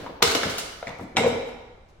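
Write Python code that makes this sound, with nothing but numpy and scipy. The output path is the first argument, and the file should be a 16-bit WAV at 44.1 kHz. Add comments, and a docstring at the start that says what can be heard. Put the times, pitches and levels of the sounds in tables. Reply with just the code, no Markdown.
"""First comes a faint rattle with soft wooden knocks: an old reclining chair is worked by hand.
Its iron linkage lets go with a clack, loose pins chatter, and wooden parts knock and thud.
Then the footrest hits its stop and rings, and a dry hinge sticks and slips with a brief groan.
The large, hard-walled workshop echoes every sound, over a low, steady background rumble."""
import sys
import numpy as np
from scipy import signal
from scipy.fft import rfft, irfft
from scipy.io import wavfile
from scipy.ndimage import uniform_filter1d

SR = 44100
rng = np.random.default_rng(int(sys.argv[2]) if len(sys.argv) > 2 else 0)


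def master_out(mix):
    """Clip the mix to full scale and print it as 16-bit PCM to the path in sys.argv[1]."""
    frames = np.transpose(np.atleast_2d(mix))
    ceiling = np.clip(frames, -1, 1)
    pcm = np.round(ceiling * 32767).astype(np.int16)
    wavfile.write(sys.argv[1], SR, pcm)


N = 88200
T = np.arange(N) / SR

# A "colour" says how strong each frequency is. A "tilt" above zero makes a sound brighter.
# "t60" is the time a sound takes to fade by 60 dB.
# Bursts of rattling: t/s, length/s, level/dB, tilt/(dB per octave)
RATTLES = [(0.0, 0.093, -53.5, -7.5), (0.235, 0.096, -40.5, 0), (0.37, 0.23, -48.5, -1.5),
           (0.869, .03, -55, -4), (0.985, 0.057, -73, 6.5), (1.264, .02, -60.5, 5.5), (1.46, .05, -73, 1.5),
           (1.881, .03, -83, 0)]
# Colour of the iron pins and links: f/Hz, level/dB
IRON_COLOUR = [(60, -23.5), (200, -2.5), (400, -4), (620, 0), (1000, -4), (1400, -2), (2100, -5),
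               (4000, -4), (6300, -7.5), (9000, -14), (16000, -24)]
# How long the hall rings: f/Hz, t60/s
HALL_T60 = [(80, 1.5), (250, 1.0), (500, 0.85), (1200, 1.2047), (2500, 0.97), (5000, 0.96), (9000, 0.49),
            (16000, 1.04)]
# Colour of the hall's long echo: f/Hz, level/dB
HALL_COLOUR = [(60, -13), (250, -2.5), (500, 5), (1000, -0.5), (2200, 0.5), (5000, -0.5), (9000, 1.5),
               (16000, -9)]
# Colour of the ring already in the hall at the start: f/Hz, level/dB
LINGER_COLOUR = [(80, 10), (220, 13), (500, 12.5), (1200, 0.5), (4300, -5.5), (6000, -14), (16000, -26.5)]
# Colour of the workshop background: f/Hz, level/dB
BACKGROUND_COLOUR = [(20, -7), (55, -1.5), (100, -9), (200, -20), (500, -18.5), (1500, -33), (4000, -42),
                     (8000, -51), (16000, -72)]
# Wooden knocks and thuds: t/s, level/dB, t60/s, lowest f/Hz, highest f/Hz
KNOCKS = [(0.002, -82, 0.22, 166, 700), (0.063, -54, 0.06, 424, 1390), (0.094, -56.5, .12, 158, 480),
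          (0.206, -59.5, 0.084, 398, 1100), (0.224, -41.5, 0.2, 379.6, 480), (0.227, -48.5, 0.12, 114, 288),
          (0.257, -51.5, 0.14, 66, 100), (0.359, -50.5, 0.14, 121, 705), (0.4329, -48, 0.011, 1118, 1740),
          (0.465, -48, .07, 400, 683), (0.455, -46.5, 0.25, 71.5, 280), (0.827, -52, 0.01, 480, 950),
          (0.8275, -59, 0.017, 1300, 2150), (0.871, -53.5, 0.018, 1620, 2490),
          (0.868, -55.5, 0.38, 110, 298), (0.888, -56, 0.29, 366, 1160), (0.995, -57, 0.041, 407, 1000),
          (1.01, -51.5, 0.19, 166, 330), (0.99, -57, .4, 60, 207), (1.152, -53, .15, 70, 500),
          (1.175, -44, .2, 88, 324), (1.182, -43, .1, 400, 1000), (1.236, -42.5, 0.17, 430, 1025),
          (1.239, -47.5, .2, 126, 286), (1.251, -51, 0.43, 39.3, 130), (1.325, -48, 0.25, 100, 380),
          (1.529, -64, 0.11, 205, 244.6)]
# Clacks of the linkage: t/s, level/dB, t60/s, tilt/(dB per octave), stereo width/(0 to 1)
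CLACKS = [(0.2217, -44, 0.043, -3, 0.6), (0.2247, -31, 0.031, -0.13, 0.64),
          (0.3496, -41.5, 0.022, -1, 0.47), (0.353, -41.5, 0.079, -1.5, 0.86), (0.432, -44, 0.1, -3, 1),
          (0.496, -50, 0.21, 1, 0.8), (0.582, -46, 0.097, 3.5, 0.5)]
# Tones at which the links ring: f/Hz, level/dB, t60/s
LINK_TONES = [(417, -0.5, 0.07), (619, -9.5, .08), (801, -9, 0.11), (1234, 6, 0.037), (1326, 1.5, 0.051),
              (1367, -9, 0.025), (2110, -3.5, 0.23), (2920, -6, 0.24), (4940, -18, 0.46), (5220, -6, 0.22),
              (6170, -14, 0.14), (6870, -13.5, 0.24)]
# Hits of the footrest on its stop: t/s, level/dB
FOOTREST_HITS = [(1.1624, -60.5), (1.168, -39.5), (1.1837, -54.5)]
# Tones at which the footrest rings: f/Hz, level/dB, t60/s
FOOTREST_TONES = [(241.1, -5.5, 0.52), (471, -9, 0.091), (758, -0.5, 0.13), (972, -13, .09),
                  (1340, 2, 0.058), (1448, -1.5, 0.064), (2170, -1.5, 0.12), (2266, 0.5, 0.07),
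                  (2850, -11, 0.068), (3700, 1.5, 0.029), (4690, -14.5, 0.11), (5300, -9.5, 0.11),
                  (5850, -15, 0.077), (7540, -7, 0.082), (10070, -22.5, 0.14), (11900, -30, 0.15),
                  (13500, -29, 0.15)]
# Colour of the footrest's crack: f/Hz, level/dB
CRACK_COLOUR = [(100, -5), (400, -6), (900, -4), (1500, 1.5), (2600, -3), (3800, -4), (4400, -16.5),
                (6000, -15), (10000, -25), (16000, -67)]
# Groans of the hinge: t/s, length/s, f/Hz, level/dB
GROANS = [(1.205, 0.017, 458, -41), (1.243, 0.0108, 517.6, -40), (1.2615, 0.0136, 478, -34.5)]


def gain(db):
    """Turn decibels into a number to multiply by."""
    return 10 ** (np.asarray(db) / 20)


def unit(x):
    """Give a sound the energy of one second at full level."""
    return x / np.sqrt(np.mean(x ** 2) * N / SR)


def fade(t60):
    """A curve that falls by 60 dB every t60 seconds."""
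    return np.exp(-np.log(1000) * T / max(t60, .002))


def look_up(points, hz):
    """Read between the rows of a (frequency, value) table, with octaves evenly spaced."""
    freqs, values = np.array(points, float).T
    return np.interp(np.log(np.maximum(hz, 1)), np.log(freqs), values)


def colour(x, points, tilt=0):
    """Filter a sound to give it a colour and a tilt."""
    hz = np.arange(N + 1) * SR / (2 * N)
    db = look_up(points, hz) + tilt * np.log2(np.maximum(hz, 300) / 1000)
    cepstrum = irfft(np.log(gain(db)))
    cepstrum[1:N] *= 2  # folded forward, so the filter never rings before a hit
    cepstrum[N + 1:] = 0
    return irfft(rfft(x, 2 * N) * np.exp(rfft(cepstrum)))[..., :N]


def band(x, lo_hz, hi_hz, order=2):
    """Keep the part of a sound between two frequencies."""
    edges = [lo_hz, min(max(hi_hz, lo_hz * 1.1), SR * .48)]
    return signal.sosfilt(signal.butter(order, edges, "band", fs=SR, output="sos"), x)


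def delay(x, seconds):
    """Start a sound later."""
    silence = np.zeros(x.shape[:-1] + (int(seconds * SR),))
    return np.concatenate([silence, x], axis=-1)[..., :N]


def noise(width=1, alike_below_hz=480):
    """Stereo noise: left and right are alike in the bass and further apart in the treble."""
    mid, side = rng.standard_normal((2, N))
    apart = (np.arange(N // 2 + 1) * SR / N / alike_below_hz) ** 2
    side = irfft(rfft(side) * width * (apart + 0.12) / (apart + 1), N)
    return np.array([mid + side, mid - side])


def rattle(ticks_per_s=240, spread_db=3):
    """Loose pins chatter in quick, uneven ticks after the frame is moved."""
    out = 0
    for start, length, db, tilt in RATTLES:
        due = (rng.random(N) < ticks_per_s / SR) & (T < length)
        due[0] = True  # every burst opens with a tick
        taps = due * gain(spread_db * rng.standard_normal(N))
        ticks = signal.fftconvolve(taps[None], noise() * fade(t60=.03), axes=1)[:, :N]
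        out += delay(gain(db) * unit(colour(ticks, IRON_COLOUR, tilt)), start)
    return out


def hall_tail(lowest_hz=62.5):
    """Countless echoes blur into noise, and each half octave fades at its own speed."""
    spectrum = rfft(noise())
    hz = np.maximum(np.arange(N // 2 + 1) * SR / N, 1)
    half_octaves = np.clip(2 * np.log2(hz / lowest_hz), 0, 16)
    out = 0
    for k in range(17):
        share = np.maximum(1 - abs(half_octaves - k), 0)
        t60 = look_up(HALL_T60, lowest_hz * 2 ** (k / 2))
        out += irfft(spectrum * share, N) * fade(t60)
    return out


def hall(x, build_s=0.0048, tail_db=-1, early_db=-10):
    """Quick echoes come off the floor and benches, then the whole hall rings on."""
    build = 1 - np.exp(-(T / build_s) ** 2)
    tail = colour(unit(hall_tail() * build), HALL_COLOUR)
    early = unit(noise() * build * fade(t60=0.11))
    response = (gain(tail_db) * tail + gain(early_db) * early) / np.sqrt(SR)
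    return signal.fftconvolve(x, response, axes=1)[:, :N]


def lingering_ring(db=-50):
    """The hall still rings faintly from the chair being handled a moment ago."""
    return gain(db) * unit(colour(hall_tail(), LINGER_COLOUR))


def background(db=-52.5):
    """The workshop's quiet, steady rumble."""
    rumble = colour(noise(), BACKGROUND_COLOUR)
    return gain(db) * rumble / np.std(rumble)


def wood(fringe_db=-7, push_db=-2):
    """Boards and padding knock: big soft parts sound low and long, small hard ones high and short."""
    out = 0
    for start, db, t60, lo, hi in KNOCKS:
        rise_s = .02 * t60
        blow = noise(width=.15) * fade(t60) * (1 - np.exp(-T / rise_s))
        fringe = unit(band(blow, lo / 2, hi * 2, order=3))  # an octave wider on each side
        shudder = unit(band(blow, lo, hi, order=3)) + gain(fringe_db) * fringe
        push = unit(band(signal.unit_impulse(N), lo, hi, order=3))  # the clean first thump
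        out += delay(gain(db) * unit(shudder + gain(push_db) * push), start)
    return out


def metal_ring(tones, spread, count=7, contact_s=0.0014):
    """Struck iron rings: each tone is a bunch of close pitches that waver against each other."""
    out, t = np.zeros((2, N)), T[:N // 4]
    for hz, db, t60 in tones:
        detune = 1 + spread * (np.linspace(-1, 1, count) + rng.standard_normal(count) / count)
        turns = rng.random() + .22 * rng.standard_normal(count)  # the waves start out of step
        turns = turns + 0.054 * rng.standard_normal((2, count))  # and vary from left to right
        waves = np.sin(2 * np.pi * (hz * detune[:, None] * t + turns[..., None]))
        tone = waves.sum(axis=1) * fade(t60)[:len(t)]
        out[:, :len(t)] += gain(db) * np.sqrt(abs(t60)) * unit(tone)
    return unit(out * (1 - np.exp(-T / contact_s)))


def linkage(ring_db=-9):
    """Iron links strike each other: a short, noisy crash with a few ringing tones."""
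    out = 0
    for start, db, t60, tilt, width in CLACKS:
        crash = unit(colour(noise(width) * fade(t60), IRON_COLOUR, tilt))
        tones = [(hz, level + tilt * np.log2(hz), decay) for hz, level, decay in LINK_TONES]
        ring = metal_ring(tones, spread=.018)
        out += delay(gain(db) * unit(crash + gain(ring_db) * ring), start)
    return out


def footrest(ring_db=3, crack_db=1):
    """The cast plate hits its stop with a crack, rings and bounces."""
    out = 0
    for start, db in FOOTREST_HITS:
        crack = unit(colour(noise(width=0.28) * fade(t60=0.024), CRACK_COLOUR))
        ring = metal_ring(FOOTREST_TONES, spread=0.0332)
        out += delay(gain(db) * (gain(ring_db) * ring + gain(crack_db) * crack), start)
    return out


def hinge(wobble=0.12, overtone_db=-23, rasp_db=-35, edge_s=.0016):
    """A dry pivot sticks and slips in short spurts, with a rasp on every slip."""
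    out = 0
    for start, length, hz, db in GROANS:
        waver = unit(uniform_filter1d(rng.standard_normal(N), size=120))
        phase = 2 * np.pi * np.cumsum(hz * (1 + wobble * waver)) / SR
        overtones = sum(np.sin(k * phase) * 2 / k for k in range(2, 6))
        tone = np.sin(phase) + gain(overtone_db) * overtones
        rasp = gain(rasp_db) * noise() * (1 + np.cos(phase)) / 2
        spurt = np.clip(T / edge_s, 0, 1) * np.clip((length - T) / edge_s, 0, 1)
        groan = band((tone + rasp) * spurt, lo_hz=328, hi_hz=5000)
        out += delay(gain(db) * unit(groan), start)
    return out


def scene(pan_db=1.7, right_lag_s=.00007):
    """The chair a little to the left, its echoes and the quiet workshop."""
    blows = linkage() + rattle() + wood() + footrest()
    groan = hinge()
    left, right = blows + groan
    direct = np.array([left * gain(pan_db / 2), delay(right, right_lag_s) * gain(-pan_db / 2)])
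    bounce = gain(-14.5) * delay(blows, seconds=.0105)  # first echo, off the concrete floor
    echoes = hall(blows + gain(-2.5) * groan)  # the hinge under the seat reaches the hall less
    return direct + bounce + echoes + lingering_ring() + background()


def record(dry, ceiling=1.2, top_hz=16300):
    """Round off the tallest peaks and cut the highest treble."""
    rounded = ceiling * np.tanh(dry / ceiling)
    return signal.sosfilt(signal.ellip(12, .2, 80, top_hz, fs=SR, output="sos"), rounded)


dry = scene()
out = record(dry)
master_out(out)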